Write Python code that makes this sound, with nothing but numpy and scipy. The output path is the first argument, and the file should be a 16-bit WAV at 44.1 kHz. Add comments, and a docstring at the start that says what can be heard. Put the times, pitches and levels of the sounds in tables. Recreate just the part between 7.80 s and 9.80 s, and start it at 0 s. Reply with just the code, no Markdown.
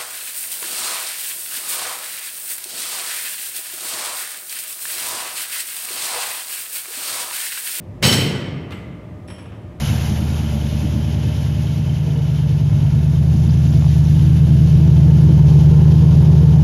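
"""A large gym: a loaded barbell is set down on rubber blocks. The plates thud, clash on the
steel sleeves and slap together; the bar rings and flexes, and a collar jingles.
The plates knock as the bar is pulled taut, and the sleeves clink at the top of the next lift.
Blows are decaying noise, rings are modes and mode clusters. Ventilation rumbles under it all."""
import sys
import numpy as np
from scipy import signal
from scipy.fft import irfft
from scipy.io import wavfile

SR = 44100
rng = np.random.default_rng(int(sys.argv[2]) if len(sys.argv) > 2 else 0)


def file_out(sig):
    """Save sig as 16-bit WAV at sys.argv[1]."""
    # one column per channel
    cols = np.atleast_2d(sig).T
    # limit, then scale
    lim = np.clip(cols, -1, 1)
    pcm = np.round(lim * 32767).astype(np.int16)
    wavfile.write(sys.argv[1], SR, pcm)


N = 88200
T = np.arange(N) / SR

# Table levels are relative.
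# plates landing on the blocks (time [s], level [dB])
THUD_HITS = [(0.2195, -3.5), (.230, -0.5), (0.251, 0), (0.267, -2.5), (.311, -1.5), (0.334, -0.5),
             (0.384, -4)]
# plates clashing on the bar (time [s], clash [dB], sleeve ring [dB])
CLASH_HITS = [(0.2255, 2, -7), (.233, 1.5, -14), (.239, 1, 1), (.249, 1.5, -7), (.2605, -3, -1),
              (.274, -2, -1.5), (0.282, -8.5, -9), (.289, -6, -5.5), (0.312, -12.5, 1),
              (0.3241, 0.5, -19.5), (0.3294, -5.5, -10), (.350, -20, -10), (0.4, -9, -21)]
# plate faces slapping (time [s], level [dB])
CLACK_HITS = [(.2405, -0.5), (0.25, -1.5), (0.2603, -3), (.325, 2), (0.3275, -2.5), (0.9199, -34),
              (1.501, -43)]
# bar bent on landing and lift-off (time [s], level [dB])
FLEX_HITS = [(.231, -1), (.905, -12)]
# plates shifting in the lift (time [s], knock [dB], sleeve ring [dB], tick [dB])
RATTLE_HITS = [(0.9063, -5, -35, 7.5), (.920, -3.5, -32, 8), (.928, -6.5, -38, -21), (.969, -9.5, -44, -22),
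               (1.477, -22, -18.5, -7), (1.483, -8, -29, 1), (1.501, -3.5, -19.5, -2),
               (1.53, -26, -24, -5.5), (1.582, -8, -27, -8.5), (1.594, -10.5, -26.5, -6),
               (1.617, -15.5, -40, -20), (1.656, -11.5, -50.5, -13), (1.72, -13.5, -51, -24),
               (1.744, -21, -40, -27)]

# ringing modes of the loaded bar (frequency [Hz], level [dB])
RING_MODES = [(1281, -12), (1565, -10), (3023, -1), (3106, -6), (3588, -9), (3928, -4), (4005, -4),
              (4328, -2), (4407, -6), (4497, -4), (4730, -7), (5184, -10), (5416, 1), (6116, -8),
              (6576, -5), (6636, -9), (7584, -11), (8035, -3), (8644, -12), (10079, -11), (10854, -12),
              (13117, -14), (13353, -12), (13521, -9), (15349, -19)]
# bending modes of the bar (frequency [Hz], level [dB], t60 [s])
FLEX_MODES = [(96, -25, 1.4), (137, -29, 1.3), (176, -28, 1.4), (214, -30, 1.1), (295, -35, 1.5),
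              (436, -38, 1.4), (483, -35, 1.3), (1180, -42, 1.9)]
# sleeve modes (frequency [Hz], width [Hz], landing [dB], light touch [dB], free t60 [s])
SLEEVE_CLUSTERS = [(3075, 96, 3, -8.5, 0.78), (5450, 110, 3.5, -3, 0.34), (8060, 100, 0.5, -7.5, 0.44),
                   (10050, 100, -5, -5, 0.42), (10590, 205, -18, -14, 0.55), (13400, 450, -11.5, -26, .55)]
# collar and plate hub modes (frequency [Hz], width [Hz], level [dB], t60 [s])
COLLAR_CLUSTERS = [(13530, 75, -41, .3), (15350, 90, -56, .4), (14400, 600, -55, .35)]
HUB_CLUSTERS = [(1515, 88, -63, 0.59), (2050, 114, -43.5, 0.83), (2900, 700, -38.5, 0.15),
                (8020, 87, -61, 0.31), (13000, 260, -62, .32)]

# spectra of the blows and the vent air (frequency [Hz], density [dB])
THUD_SPECTRUM = [(25, -65.5), (55, -36), (78, -13.5), (100, -2), (170, 0), (260, -9), (480, -12),
                 (800, -32.5), (1500, -29), (4000, -51.5)]
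CLASH_SPECTRUM = [(200, -17), (700, 1.5), (1400, -7), (2100, 2), (2900, 0.5), (3550, -3), (4300, -2),
                  (5300, -6), (6000, -10), (8000, -11), (9200, -15), (10500, -9.5), (11800, -23.5),
                  (13500, -13.5), (15700, -20.5)]
CLACK_SPECTRUM = [(1500, -30), (3000, -30.5), (4000, 14.5), (5600, -1), (6600, -4.5), (8500, -19.5),
                  (11000, -30.5), (16000, -45)]
KNOCK_SPECTRUM = [(150, 0), (500, 4), (900, 1), (1500, 1.5), (2200, -0.5), (3100, -1.5), (4200, -19),
                  (6000, -22), (15000, -43)]
TICK_SPECTRUM = [(1000, 1), (4000, 13), (6500, 0), (9500, 1.5), (11700, -23), (12900, -4), (14000, -12),
                 (16000, -14)]
AIR_SPECTRUM = [(12, -69.5), (20, -54), (52, -6.5), (107, -3), (141, -9.5), (177, -6.5), (209, -13.5),
                (355, -15.5), (397, -22), (587, -22.5), (798, -29.5), (1210, -34), (1400, -42),
                (1850, -37.5), (4510, -52.5), (12000, -61), (15800, -67.5)]
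# fan tones (frequency [Hz], width [Hz], level [dB])
FAN_TONES = [(101.8, 12, -42.5), (606, 18, -53), (1230, 10, -64)]
# hall decay (frequency [Hz], t60 [s])
HALL_DECAY = [(80, 1.8), (250, 2.44), (600, 1.7), (1200, 1.92), (2400, 1.344), (4000, 0.91), (7000, 0.68),
              (14000, 0.3)]

THUD_DB, CLASH_DB, CLACK_DB, BAR_DB, SLEEVE_DB = -13.5, -17.5, -12, -31, -30
KNOCK_DB, TICK_DB, AIR_DB = -31.5, -51.5, -35
SETTLE_S, PULL_S = 0.388, 0.918


def thuds():
    """Rubber plates hit the blocks and bounce."""
    out = np.zeros(N)
    for time_s, db in THUD_HITS:
        add(out, time_s, amp(THUD_DB + db) * burst(THUD_SPECTRUM, t60_s=0.13, attack_s=0.001))
    return out


def clashes():
    """Plate hubs slam against the sleeves and one another."""
    out = np.zeros(N)
    for time_s, db, _ in CLASH_HITS:
        add(out, time_s, amp(CLASH_DB + db) * burst(CLASH_SPECTRUM, t60_s=0.13, attack_s=0.00095))
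    return out


def clacks():
    """Plate faces slap together, short and hard."""
    out = np.zeros(N)
    for time_s, db in CLACK_HITS:
        add(out, time_s, amp(CLACK_DB + db) * burst(CLACK_SPECTRUM, t60_s=0.028, attack_s=0.0005))
    return out


def bar_ring():
    """Each clash feeds the bar's modes; close neighbours make them beat."""
    out = np.zeros(N)
    strikes = [(time_s, db) for time_s, db, _ in CLASH_HITS]
    for hz, db in RING_MODES:
        envelope = build_up(strikes, t60_s=0.56 * (4000 / hz) ** 0.33)  # higher modes die sooner
        beating = mode(hz) + amp(-1) * cluster(hz, width_hz=30)
        out += amp(db) * envelope / envelope.max() * beating
    return amp(BAR_DB) * out


def bar_flex():
    """The bar bends and swings under its load."""
    out = np.zeros(N)
    for time_s, flex_db in FLEX_HITS:
        swing = sum(amp(db) * mode(hz, t60_s) for hz, db, t60_s in FLEX_MODES)
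        add(out, time_s, amp(flex_db) * rise(attack_s=0.003) * swing)
    return out


def sleeves():
    """Clashes ring the sleeves; rattles make them clink."""
    out = np.zeros(N)
    landings = [(time_s, db) for time_s, _, db in CLASH_HITS]
    touches = [(time_s, db) for time_s, _, db, _ in RATTLE_HITS]
    for hz, width_hz, landing_db, touch_db, t60_s in SLEEVE_CLUSTERS:
        ring = amp(landing_db) * build_up(landings, t60_s)
        clink = amp(touch_db) * build_up(touches, 0.75 * t60_s)  # damped by a resting plate
        out += cluster(hz, width_hz) * (ring + clink)
    return amp(SLEEVE_DB) * out


def fittings():
    """A collar jingles as the load settles; the hubs ring as the bar is pulled taut."""
    out = np.zeros(N)
    for time_s, clusters in (SETTLE_S, COLLAR_CLUSTERS), (PULL_S, HUB_CLUSTERS):
        for hz, width_hz, db, t60_s in clusters:
            add(out, time_s, amp(db) * cluster(hz, width_hz, t60_s))
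    return out


def rattles():
    """Loose plates knock and tick during the lift."""
    out = np.zeros(N)
    for time_s, knock_db, _, tick_db in RATTLE_HITS:
        knock = amp(KNOCK_DB + knock_db) * burst(KNOCK_SPECTRUM, t60_s=0.088, attack_s=0.00093)
        tick = amp(TICK_DB + tick_db) * burst(TICK_SPECTRUM, t60_s=0.056, attack_s=0.00032)
        add(out, time_s, knock + tick)
    return out


def hall(x, wet_db):
    """Direct sound plus dense reflections, each band dying at its own rate."""
    hz, time_s, bands = signal.stft(rng.standard_normal(N), SR, nperseg=256)
    decay_per_s = np.log(1000) / read(HALL_DECAY, hz)[:, None]
    unit_energy = np.sqrt(2 * decay_per_s / SR)
    tail = signal.istft(bands * np.exp(-decay_per_s * time_s) * unit_energy, SR, nperseg=256)[1][:N]
    onset = np.minimum(T / 0.012, 1)
    return x + amp(wet_db) * signal.fftconvolve(x, tail * onset)[:N]


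def ventilation():
    """Steady air rumble with faint fan tones."""
    air = amp(AIR_DB) * noise(AIR_SPECTRUM)
    return air + sum(amp(db) * cluster(hz, width_hz) for hz, width_hz, db in FAN_TONES)


def burst(spectrum, t60_s, attack_s):
    """Many heavily damped modes struck at once."""
    return noise(spectrum) * fade(t60_s) * rise(attack_s)


def mode(hz, t60_s=np.inf):
    """One partial, random phase; sustained by default."""
    onset = np.minimum(T / 0.0005, 1)
    return np.sqrt(2) * np.sin(2 * np.pi * (hz * T + rng.random())) * fade(t60_s) * onset


def cluster(hz, width_hz, t60_s=np.inf):
    """Close modes beating around one frequency; sustained by default."""
    offset_hz = np.fft.rfftfreq(N, 1 / SR) - hz
    peak = (1 + (2 * offset_hz / width_hz) ** 2) ** -0.75
    return random_phase(peak) * fade(t60_s)


def build_up(strikes, t60_s):
    """Envelope of a ring fed by strikes (time [s], level [dB]); energies add and decay."""
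    power = np.zeros(N)
    strike_power = fade(t60_s) ** 2 * rise(attack_s=0.001)
    for time_s, db in strikes:
        add(power, time_s, amp(db) ** 2 * strike_power)
    return np.sqrt(power)


def noise(spectrum):
    """Steady noise from a spectrum table, rms 1."""
    return random_phase(amp(read(spectrum, np.fft.rfftfreq(N, 1 / SR))))


def random_phase(magnitudes):
    """Noise from FFT magnitudes, rms 1."""
    x = irfft(magnitudes * np.exp(2j * np.pi * rng.random(len(magnitudes))), N)
    return x / np.sqrt(np.mean(x ** 2) + 1e-20)


def rise(attack_s):
    """Exponential attack."""
    return 1 - np.exp(-T / attack_s)


def fade(t60_s):
    """Exponential decay."""
    return np.exp(-np.log(1000) * T / t60_s)


def amp(db):
    """Decibels to gain."""
    return 10 ** (np.asarray(db) / 20)


def read(table, hz):
    """Table lookup on a log-frequency axis."""
    table_hz, values = np.transpose(table)
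    return np.interp(np.log(hz + 1), np.log(table_hz + 1), values)


def add(mix, time_s, sound):
    """Mixes a sound in at time_s."""
    part = mix[round(time_s * SR):][:len(sound)]
    part += sound[:len(part)]


def scene():
    """Barbell, hall and ventilation, mono."""
    steel = bar_ring() + bar_flex() + hall(sleeves() + fittings(), wet_db=-7.5)
    blows = hall(thuds(), wet_db=3) + hall(clashes(), wet_db=-0.5) + hall(clacks(), wet_db=-10)
    return (steel + blows + hall(rattles(), wet_db=-0.5) + ventilation())[None]


def record(dry):
    """Microphone low cut, soft overload on the highest peaks, band limit."""
    low_cut_hz, high_cut_hz, ceiling = 61, 15850, 0.95
    thinned = signal.sosfilt(signal.butter(4, low_cut_hz, "high", fs=SR, output="sos"), dry)
    limited = thinned / (1 + (thinned / ceiling) ** 4) ** 0.25
    lowpass = signal.firwin(511, high_cut_hz, window=("kaiser", 9), fs=SR)
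    return signal.oaconvolve(limited, lowpass[None], "same")


dry = scene()
out = record(dry)
file_out(out)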